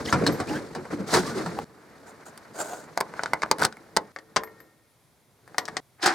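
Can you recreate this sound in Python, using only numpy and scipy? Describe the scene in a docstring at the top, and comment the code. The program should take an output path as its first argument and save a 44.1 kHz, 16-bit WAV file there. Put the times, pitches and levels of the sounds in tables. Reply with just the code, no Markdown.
"""A driver climbs onto a tractor in a barn: boots knock and scuff the steel floor, clothes rub the seat, keys jingle.
Knocks are contact bursts that ring panels and sheet; booms are decaying notes, scuffs filtered noise, squeaks tones.
Then close by, fingers rub and flip a squeaking lock cap, fumble a key into the lock and click it round.
A faint whine of narrow noise bands follows; last the starter bites, as grinding noise and one knock.
Four microphone positions follow one another with hard cuts; barn air and microphone hiss lie under all."""
import sys
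import numpy as np
from scipy import signal
from scipy.fft import rfft, irfft, next_fast_len
from scipy.io import wavfile
from scipy.ndimage import uniform_filter1d, map_coordinates

SR = 44100
rng = np.random.default_rng(int(sys.argv[2]) if len(sys.argv) > 2 else 0)


def put_to_file(sound):
    """Save the sound as 16-bit audio at rate SR, in the file named by the first command-line argument."""
    columns = np.atleast_2d(sound).T  # one column per channel
    safe = np.clip(columns, -1, 1)
    whole_steps = np.round(safe * 32767)
    wavfile.write(sys.argv[1], SR, whole_steps.astype(np.int16))


N = 270774
T = np.arange(N) / SR  # time in seconds

# Edges of the four microphone positions. Each entry: time in seconds, from the start to the end.
CUTS = [0, 1.644, 4.122, 5.803, 6.14]
# Colour of a knocked or rubbed panel. Each row: frequency in Hz, relative density in dB per Hz.
PANEL = [(210, -16), (350, -6.5), (595, 0), (1520, -3), (2130, -8), (2740, -19.5), (3000, -20.5),
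         (3900, -74.5)]
# Colour of a small hard tick. Each row: frequency in Hz, relative density in dB per Hz.
TICK = [(1530, -52.5), (2300, -2), (3000, 1), (4860, 6.5), (5990, 1), (9000, -7.5), (12800, -21),
        (16500, -36.5)]


def amp(db):
    """Decibels to an amplitude factor."""
    return 10 ** (np.asarray(db) / 20)


def unit(x):
    """Scale to an rms of 1."""
    return x / np.sqrt(np.mean(x ** 2) + 1e-20)


def along(points, hz):
    """Interpolate (Hz, value) points on a log frequency axis."""
    f, v = np.transpose(points)
    return np.interp(np.log(hz + 1), np.log(f + 1), v)


def position_of_samples():
    """Index of the microphone position in force at every sample."""
    return np.searchsorted(CUTS[1:-1], T)


def add(track, s, sound):
    """Lay a sound on the track at s seconds; the next cut ends it."""
    next_cut = min(c for c in CUTS if c > s)
    i, end = round(s * SR), round(next_cut * SR)
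    track[..., i:end][..., :sound.shape[-1]] += sound[..., :end - i]


def curves(rows):
    """One gain per sample for each dB column after the time column, silent outside the table."""
    s, *cols = np.transpose(rows)
    return np.array([amp(np.interp(T, s, c, left=-150, right=-150)) for c in cols])


def strokes(rows):
    """Swell-and-fade gains, one for each dB column after start and length; the swell is quicker than the fade."""
    gains = np.zeros((len(rows[0]) - 2, N))
    for s, length, *db in rows:
        u = np.linspace(0, 1, round(length * SR))
        swell = np.sin(np.pi * u ** 0.63) ** 2.0
        add(gains, s, amp(db)[:, None] * swell)
    return gains


def filtered(x, response):
    """Multiply the spectrum of x by a complex response of frequency."""
    m = next_fast_len(N + SR // 2)
    return irfft(rfft(x, m) * response(np.fft.rfftfreq(m, 1 / SR)), m)[..., :N]


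def shape(spectrum):
    """Gain as a function of frequency, from (Hz, dB) points."""
    return lambda hz: amp(along(spectrum, hz))


def resonances(modes):
    """Causal response of a set of (Hz, width in Hz, dB) resonances, in alternating polarity."""
    def response(f):
        return sum((-1) ** k * amp(db) * 1j * f * width / (hz * hz - f * f + 1j * f * width)
                   for k, (hz, width, db) in enumerate(modes))
    return response


def struck(x, spectrum):
    """Pass x through the causal (minimum-phase) version of a spectrum scaled to unit energy."""
    level_db = np.maximum(along(spectrum, np.fft.rfftfreq(4096, 1 / SR)), -70)
    cepstrum = irfft(np.log(amp(level_db)))
    cepstrum[1:2048] *= 2  # fold the acausal half onto the causal one
    cepstrum[2049:] = 0
    h = irfft(np.exp(rfft(cepstrum)))
    return signal.fftconvolve(x, h / np.linalg.norm(h))[:N]


def spread(pair, gain):
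    """Two unrelated signals become left and right, with a likeness that depends on frequency."""
    # Likeness of the two ports. Each row: frequency in Hz, left-right correlation.
    likeness = [(60, 0.44), (240, 1), (950, 0.77), (3770, 0.64), (15000, 0.48)]

    def turn(hz):
        return np.arccos(np.clip(along(likeness, hz), -1, 1)) / 2
    mid, side = filtered(pair, lambda hz: gain(hz) * [np.cos(turn(hz)), np.sin(turn(hz))])
    return np.array([mid + side, mid - side])


def scrape(gain, grain_db, rate):
    """Stereo friction noise of rms 1: uneven grip makes its strength wander, with rate new values a second."""
    grip = map_coordinates(rng.standard_normal(int(N * rate / SR) + 4), [T * rate])
    return unit(spread(rng.standard_normal((2, N)) * amp(grain_db * grip), gain))


def ringing(modes, held):
    """One damped sine for each (Hz, dB, t60) mode; held scales all the ring times."""
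    hz, db, t60 = np.transpose(modes)[..., None]
    t = T[:SR * 2 // 3]
    rise = 1 - np.exp(-t * hz / 3)
    return amp(db - 60 * t / (t60 * held)) * rise * np.sin(2 * np.pi * hz * t)


def ring(sines):
    """Sum the modes at new strengths for each blow."""
    return amp(rng.normal(0, 1.2, size=len(sines))) @ sines


def barn_air():
    """Barn air and microphone hiss: steady shaped noise."""
    # Colour of the air and hiss. Each row: frequency in Hz, relative level in dB.
    air_colour = [(15, -42.5), (25, -7), (121, 3), (197, -9), (496, -10.5), (1830, -19.5), (2210, -18.5),
                  (2980, -25.5), (3230, -21.5), (8600, -26), (9330, -22), (14800, -28), (16500, -43.5)]
    return amp(-61.5) * scrape(shape(air_colour), grain_db=.5, rate=5)


def cab(f):
    """Response of the floor plates; heavy steel passes little treble."""
    # Floor plates and mudguards. Each row: resonance in Hz, width in Hz, relative level in dB.
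    plate_modes = [(77, 110, -4.5), (164, 43, 3), (223, 28, 2.5), (270, 48, 1), (335.6, 43.6, 2.5),
                   (392, 21, -2), (435.4, 25, 5.5), (530, 290, -6)]
    return resonances(plate_modes)(f) / (1 + 1j * f / 700) ** 2


def movement():
    """Weight shifts jolt the plates, cloth rustles; hands and boots rub when weight and cloth move together."""
    # Single shifts of boot, knee, seat and hand.
    # Each row: start in seconds, length in seconds, rumble in dB, rustle in dB.
    shifts = [(0, 0.032, -30.5, -53), (.05, 0.12, -77, -42.5), (.13, 0.11, -29.5, -59),
              (.19, 0.15, -26, -55.5), (.27, 0.17, -33.5, -60), (.39, 0.049, -30.5, -53),
              (.47, 0.15, -36.5, -48), (.755, 0.11, -39.5, -91), (.9, 0.081, -31.5, -50),
              (.97, 0.098, -34.5, -62), (1.06, 0.25, -36.5, -35.5), (1.12, 0.1, -24, -29.5),
              (1.24, 0.13, -39, -44.5), (1.34, 0.13, -35, -46), (3.14, 0.21, -55, -59),
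              (3.58, 0.13, -30, -42.5)]
    # Steady movement at the first three positions: climbing in, hands at the lock, hands at the switch.
    # One list per position. Each row: time in seconds, rumble in dB.
    moving = [
        [(0, -34), (.3, -33.5), (.58, -35.5), (.72, -42.5), (1.05, -43), (1.22, -38), (1.5, -33.5),
         (1.644, -40)],
        [(1.65, -58), (2.0, -53), (2.5, -52), (2.9, -51), (3.1, -49.5), (3.55, -49.5), (3.75, -55.5),
         (4.12, -56)],
        [(4.125, -72), (4.3, -60.5), (4.6, -58), (4.85, -76), (5.3, -77.5), (5.5, -57.5), (5.65, -52),
         (5.8, -48)],
    ]
    # Rustle over rumble in that steady movement. Each entry: dB, by position.
    cloth_db = [-16, -11.5, -11.5]
    # Rubbing over the geometric mean of rumble and rustle. Each entry: dB, by position.
    rub_db = [0.34, 5.8, 3.5, 4.6]
    # Colour of cloth. Each row: frequency in Hz, relative level in dB.
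    cloth_colour = [(1470, -29.5), (2500, -10.5), (3770, -1), (4280, 1.5), (8840, -7), (15700, -24),
                    (16500, -36)]

    steady = [curves(rows) * amp([[0], [db]]) for rows, db in zip(moving, cloth_db)]
    rumble, rustle = strokes(shifts) + sum(steady)
    rub = np.sqrt(rumble * rustle) * amp(rub_db)[position_of_samples()]
    return (rumble * scrape(cab, grain_db=2.5, rate=45)
            + rub * scrape(shape(PANEL), grain_db=2.2, rate=110)
            + rustle * scrape(shape(cloth_colour), grain_db=1.5, rate=120))


def squeaks():
    """Stick-slip of hinge and seat: wavering, fluttering tones, the lower ones with a second partial; one short
    high tone rings with a knock."""
    # Hinge and seat squeaks, and one short high ring that sounds with the knock at 0.265 s. # Each row: start
    # in seconds, length in seconds, from Hz, to Hz (both before the waver), level in dB before flutter.
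    squeak_rows = [(0.05, 0.024, 5500, 5020, -41.5), (0.051, 0.015, 5300, 2297, -34),
                   (0.26, 0.026, 4247, 4200, -27), (0.07, 0.03, 1850, 2215, -33),
                   (0.078, 0.024, 2630, 3680, -38.5), (0.097, 0.014, 6460, 6600, -37),
                   (0.474, 0.036, 2200, 3100, -41), (0.489, 0.077, 799, 897, -34.5),
                   (0.544, 0.039, 1470, 1734, -33.5), (1.565, 0.045, 778, 823, -34),
                   (2.534, 0.05, 4800, 4650, -54.5), (2.583, 0.05, 12000, 10000, -48),
                   (2.598, 0.058, 680, 561, -38), (2.593, 0.042, 7440, 7320, -33),
                   (2.694, 0.067, 6600, 6480, -51.5), (2.695, 0.063, 699, 738, -35)]
    tones = np.zeros(N)
    for s, length, from_hz, to_hz, db in squeak_rows:
        n = round(length * SR)
        waver, flutter = uniform_filter1d(rng.standard_normal((2, n)), size=60)
        hz = np.linspace(from_hz, to_hz, n) * (1 + .15 * waver)
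        phase = 2 * np.pi * np.cumsum(hz) / SR
        overtone = (to_hz < 5000) * amp(-15.5) * np.sin(2 * phase)
        level = amp(db + 38.3 * flutter) * np.sqrt(np.hanning(n))
        add(tones, s, level * (np.sin(phase) + overtone))
    return tones


def contacts():
    """Every contact as (s, level dB, tick over it dB, edge over tick dB, ping Hz, thud over level dB)."""
    # Heavy knocks, boots and knees on the cab, last the pinion on the flywheel.
    # Each row: time in seconds, level in dB, tick over it in dB, ping in Hz, thud over the level in dB.
    knocks = [(.126, -10, -10.5, 1390, 12), (.238, -34, -7, 2300, -19), (0.265, -16, -2.5, 1660, -19),
              (.401, -19.5, -11.5, 1390, 3), (0.75, -23.5, -11, 1000, -18.5),
              (0.853, -31.5, -17.5, 900, -2.5), (1.139, -16, 0, 1500, -15), (1.148, -11.5, -20.5, 1090, -7),
              (1.461, -25, -9.5, 1360, -22), (6.06, -13, -0.5, 1500, 0)]
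    # Key and switch tap on steel and bounce once.
    # Each row: time in seconds, level in dB, tick over it in dB, edge over the tick in dB, ping in Hz.
    taps = [(2.376, -39, 0.5, 2.5, 1500), (2.975, -13, -9.5, -1.5, 710), (3.138, -24, -22, -9, 974),
            (3.1932, -17.5, -22.5, -25, 1480), (3.2347, -19, -0.5, -12, 723),
            (3.2589, -19.5, -9.5, -18.5, 1500), (3.334, -8, -15, -0.5, 2054),
            (3.42, -17.5, -9.5, -8.5, 2160), (3.461, -29.5, -19.5, -1.5, 594), (3.513, -3.5, -4.5, -6, 910),
            (3.6457, -15.5, -10.5, -4, 1200), (3.65, -12.5, 3.5, -3.5, 1500), (3.725, -35, -3, -13, 1500),
            (3.769, -34, -15.5, 2, 2170), (4.162, -24, -16.5, -21, 1750), (4.187, -33.5, -9, -12, 1840),
            (4.435, -26, -15, 5.5, 1770), (4.475, -37.5, -20.5, -9.5, 2070), (4.603, -40, -13.5, 0, 1800),
            (5.477, -39.5, -16.5, 6.5, 1710), (5.545, -32, -19.5, -9, 815),
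            (5.582, -12.5, -2.5, -6.5, 1890), (5.654, -38, 6.5, -7, 1710), (5.768, -17, -3, -21, 1900)]
    # Sprung parts of the lock let go with a tick, then snap home.
    # Each row: time of the snap in seconds, level in dB, tick over it in dB, edge over the tick in dB, ping in Hz.
    snaps = [(3.0088, -10.5, -14, 4, 1000), (3.433, -9.5, -16, -27.5, 1184), (3.6224, -9.5, -16, 0.5, 1490),
             (3.636, -13, -5.5, -7.5, 1230), (3.97, -5.5, -6, -5, 873), (4.366, -4, -10, -22, 1061),
             (5.6842, -21, -14, -6, 1700)]
    bounce_s, bounce_db = 0.0069, -17
    let_go_s, let_go_db, let_go_tick_db = 0.0047, -8.5, 6  # the let-go comes before the snap
    knock_edge_db = -7.5
    lock_thud_db = -10.5  # small parts hardly move the plates

    bounces = [(s + bounce_s, db + bounce_db, *rest) for s, db, *rest in taps]
    let_gos = [(s - let_go_s, db + let_go_db, tick_db + let_go_tick_db, *rest)
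               for s, db, tick_db, *rest in snaps]
    # the key slides in over ten pins, which tick in quick uneven succession
    pin_times = np.linspace(3.584, 3.665, num=10)
    pins = [(s + 0.0014 * late, -34.5 - 2 * size, 1.5, 0, 1500)
            for s, (late, size) in zip(pin_times, rng.standard_normal((10, 2)))]
    small = taps + bounces + pins + snaps + let_gos
    heavy = [(*row, knock_edge_db, hz, thud_db) for *row, hz, thud_db in knocks]
    return heavy + [(*row, lock_thud_db) for row in small]


def blows():
    """Each blow is a sharp contact that rattles on briefly, heard as tick, ping, panel knock, thud and sheet ring."""
    # Dashboard sheet. Each row: frequency in Hz, relative level in dB, t60 in seconds when left free.
    dash_modes = [(316, -10, 1.0), (371, -11, 0.4), (443, -2, 0.55), (608, -16, .55), (1367, -17.5, 1.4),
                  (1836, -17.5, 1.3), (1845, -21, 1.3), (2170, -28, 1.6)]
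    # Share of that ring time left; at the lock a hand rests on the sheet. Each entry: factor, by position.
    dash_held = [0.92, 0.44, 0.76, 1]
    # How loudly the sheet rings over the blow. Each entry: dB, by position.
    dash_db = [-45, -32, -28, -63]
    # Key ring. Each row: frequency in Hz, relative level in dB, t60 in seconds when left free.
    key_modes = [(12830, 4, 0.16), (13150, 0, 0.25)]
    # Jingles of the key ring. Each row: time in seconds, level in dB.
    jingles = [(0.322, -45), (4.436, -49), (4.602, -57), (5.582, -50)]
    # Key blade and pins. Each row: frequency in Hz, relative level in dB, t60 in seconds.
    blade_modes = [(4800, -2.5, 0.0093), (6600, -10.5, 0.016), (8070, -8, 0.0087)]
    # The sharpest part of a tick. Each row: frequency in Hz, relative density in dB per Hz.
    edge_colour = [(5000, -41.5), (8000, 10.5), (10000, 14.5), (13000, 6), (16500, -2.5)]
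    # Rattle after a blow. Each entry: t60 in seconds, by position.
    rattle_s = [0.12, 0.03, 0.059, 0.17]
    # the first instant of contact: knock over the blow's level at each position, and tick over the tick's
    spike_db, tick_spike_db = [11, 12, 11, 8], 8
    blade_db = -6  # over the tick
    ping_db, ping_s = 1, 0.015  # the struck part's own short note: dB over the blow, t60 in seconds

    knock, thud, sheet = np.zeros((3, N))
    tick, edge = np.zeros((2, 2, N))
    t = T[:SR // 5]
    blade = ringing(blade_modes, 1)[:, :len(t)]
    dash = [ringing(dash_modes, held) for held in dash_held]
    keys = ringing(key_modes, 0.75)
    rise = 1 - np.exp(-t / 0.00052)
    spike = np.arange(len(t)) == [[20], [21]]  # reaches the left port one sample sooner
    for s, db, tick_db, edge_db, ping_hz, thud_db in contacts():
        place = np.searchsorted(CUTS, s) - 1
        force = rise * (amp(-60 * t / 0.0044) + 0.56 * amp(-60 * t / rattle_s[place]))
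        chatter = np.sign(rng.standard_normal((3, len(t))))
        treble = chatter[1] + np.outer([.4, -.4], chatter[2])  # differs from port to port
        first_tick = amp(tick_spike_db) * spike
        add(knock, s, amp(db) * (.5 * force * chatter[0] + amp(spike_db[place]) * spike[0]))
        add(tick, s, amp(db + tick_db) * (force ** 1.35 * treble + first_tick))
        # the edge dies sooner than the tick
        add(edge, s, amp(db + tick_db + edge_db) * (force ** 1.74 * treble + first_tick))
        add(thud, s, amp(db + thud_db) * force)  # the plates feel one push
        add(sheet, s, amp(db + dash_db[place]) * ring(dash[place]))
        ping = rise * np.sin(2 * np.pi * ping_hz * t)
        add(sheet, s, amp(db + ping_db - 60 * t / ping_s) * ping)
        blade_note = ring(blade * amp(rng.normal(0, 3.5, size=(3, 1))))
        add(sheet, s, (place > 0) * amp(db + tick_db + blade_db) * blade_note)  # not at the first position
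    for s, db in jingles:
        add(sheet, s, amp(db) * ring(keys))

    plates = filtered(thud, lambda f: cab(f) * 1j * f / (120 + 1j * f))
    ticks = np.array([struck(a, TICK) + struck(b, edge_colour) for a, b in zip(tick, edge)])
    return struck(knock, PANEL) + plates + sheet + ticks


def barn(x):
    """Each frequency of the barn's answer dies at its own speed; a cut ends the tail."""
    # Decay of the barn. Each row: frequency in Hz, t60 in seconds before the factor of the position.
    decay = [(200, 0.18), (2000, 0.054), (10000, 0.023)]
    # the answer at each position: level in dB, factor on t60
    answer_db, longer_by = [-4.5, -13, -14.5, -10], [1.5, 1.7, 3, 0.84]
    wet = np.zeros((2, N))
    for start, end, db, longer in zip(CUTS, CUTS[1:], answer_db, longer_by):
        hz, t, z = signal.stft(rng.standard_normal((2, SR // 2)), SR, nperseg=256)
        t60 = longer * along(decay, hz)[:, None]
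        tail = signal.istft(z * amp(-60 * t / t60), SR, nperseg=256)[1]
        part = x[None, round(start * SR):round(end * SR)]
        add(wet, start, amp(db) * signal.fftconvolve(part, tail / np.linalg.norm(tail[0]), axes=1))
    return wet


def booms():
    """Weight bends one plate, which sounds its own soft note, wavering as the plate settles."""
    # Plate notes. Each row: start in seconds, centre frequency in Hz, level in dB before rise and decay.
    plate_notes = [(.17, 180, -20.5), (0.267, 293.6, -13.5), (0.504, 309, -19), (.6, 570, -33),
                   (0.778, 366, -27), (.925, 296, -18), (.995, 196, -21), (1.161, 372, -12.5),
                   (1.161, 1450, -22.5), (1.184, 189, -18.5), (1.262, 1190, -29), (1.303, 1480, -31),
                   (1.355, 370, -19), (1.391, 314, -24), (1.463, 172, -21)]
    rise_s, t60_s = 0.007, 0.17
    out, t = np.zeros(N), T[:SR // 3]
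    for s, hz, db in plate_notes:
        waver = unit(uniform_filter1d(rng.standard_normal(len(t)), size=500))
        phase = 2 * np.pi * np.cumsum(hz * (1 + .025 * waver)) / SR
        add(out, s, amp(db - 60 * t / t60_s) * (1 - np.exp(-t / rise_s)) * np.sin(phase))
    return out


def lock_cap():
    """Rough rubs on the lock cap swell and fade: friction noise through the cap's resonances."""
    # Rubs of finger and hinge on the cap. Each row: start in seconds, length in seconds, level in dB.
    rubs = [(2.056, 0.091, -48.5), (2.25, 0.065, -42), (2.53, 0.27, -36.5), (2.585, 0.054, -34),
            (2.68, 0.23, -42.5)]
    # Lock cap and its seat. Each row: resonance in Hz, width in Hz, relative level in dB.
    cap_modes = [(434, 310, -2.5), (746, 270, 0.5), (1480, 190, -3.5), (4620, 1700, -20.5),
                 (6680, 780, -11.5), (7800, 1500, -15.5), (9080, 440, -13.5), (11900, 3000, -28)]
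    return strokes(rubs) * scrape(resonances(cap_modes), grain_db=2.2, rate=260)


def whine():
    """A faint electric whine once the switch is on: three fuzzy high lines of narrow noise."""
    lines = resonances([(hz, 120, 0) for hz in [9300, 10350, 11200]])
    swell = strokes([(4.72, .65, -80)])  # start in seconds, length in seconds, dB
    return swell * scrape(lines, grain_db=3, rate=20)


def starter():
    """Gear teeth grind as the motor takes the load: resonant noise with a brighter layer."""
    # Starter pinion grinding into the flywheel.
    # Each row: time in seconds, level in dB, bright layer over it in dB.
    bite = [(5.985, -54, -39), (6.015, -49, -4), (6.03, -25.5, -2.5), (6.065, -18.5, -11),
            (6.1, -23, -15.5), (6.14, -29.5, -13.5)]
    # Starter and bell housing. Each row: resonance in Hz, width in Hz, relative level in dB.
    housing_modes = [(336.4, 55, 2), (766, 68, 6), (1330, 660, 0), (1890, 800, -2)]
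    level, bright = curves(bite)
    grind = scrape(resonances(housing_modes), grain_db=2.0, rate=150)
    return level * (grind + bright * scrape(shape(TICK), grain_db=1.5, rate=220))


def scene():
    """Blows lean left or right by position and wake the barn; every other source is laid in as it is."""
    # Left over right for blows. Each entry: dB, by position.
    lean_db = [0.23, 1.1, 3.5, 0.86]
    hits = blows()
    left_db = np.array(lean_db)[position_of_samples()]
    close = hits * amp([left_db / 2, -left_db / 2])
    answer = spread(barn(hits.mean(axis=0)), np.ones_like)
    return (barn_air() + movement() + squeaks() + close + answer + booms()
            + lock_cap() + whine() + starter())


def record(dry):
    """Two close ports hear slightly shifted phase; deep bass is lost, nothing is kept above the band limit."""
    # Phase between the ports. Each row: frequency in Hz, radians by which the left port leads.
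    port_lead = [(0, 0.0089), (860, 0.44), (1290, 0.43), (11900, 0.006)]
    bass_hz, top_hz = 62, 16800

    def microphone(hz):
        ports = np.exp(.5j * np.outer([1, -1], along(port_lead, hz)))
        return ports * (hz < top_hz) * (1j * hz / (bass_hz + 1j * hz)) ** 3
    dry = dry / (1 + np.abs(dry / .85) ** 4) ** (1 / 4)  # the loudest peaks saturate softly
    return filtered(dry, microphone)


dry = scene()
out = record(dry)
put_to_file(out)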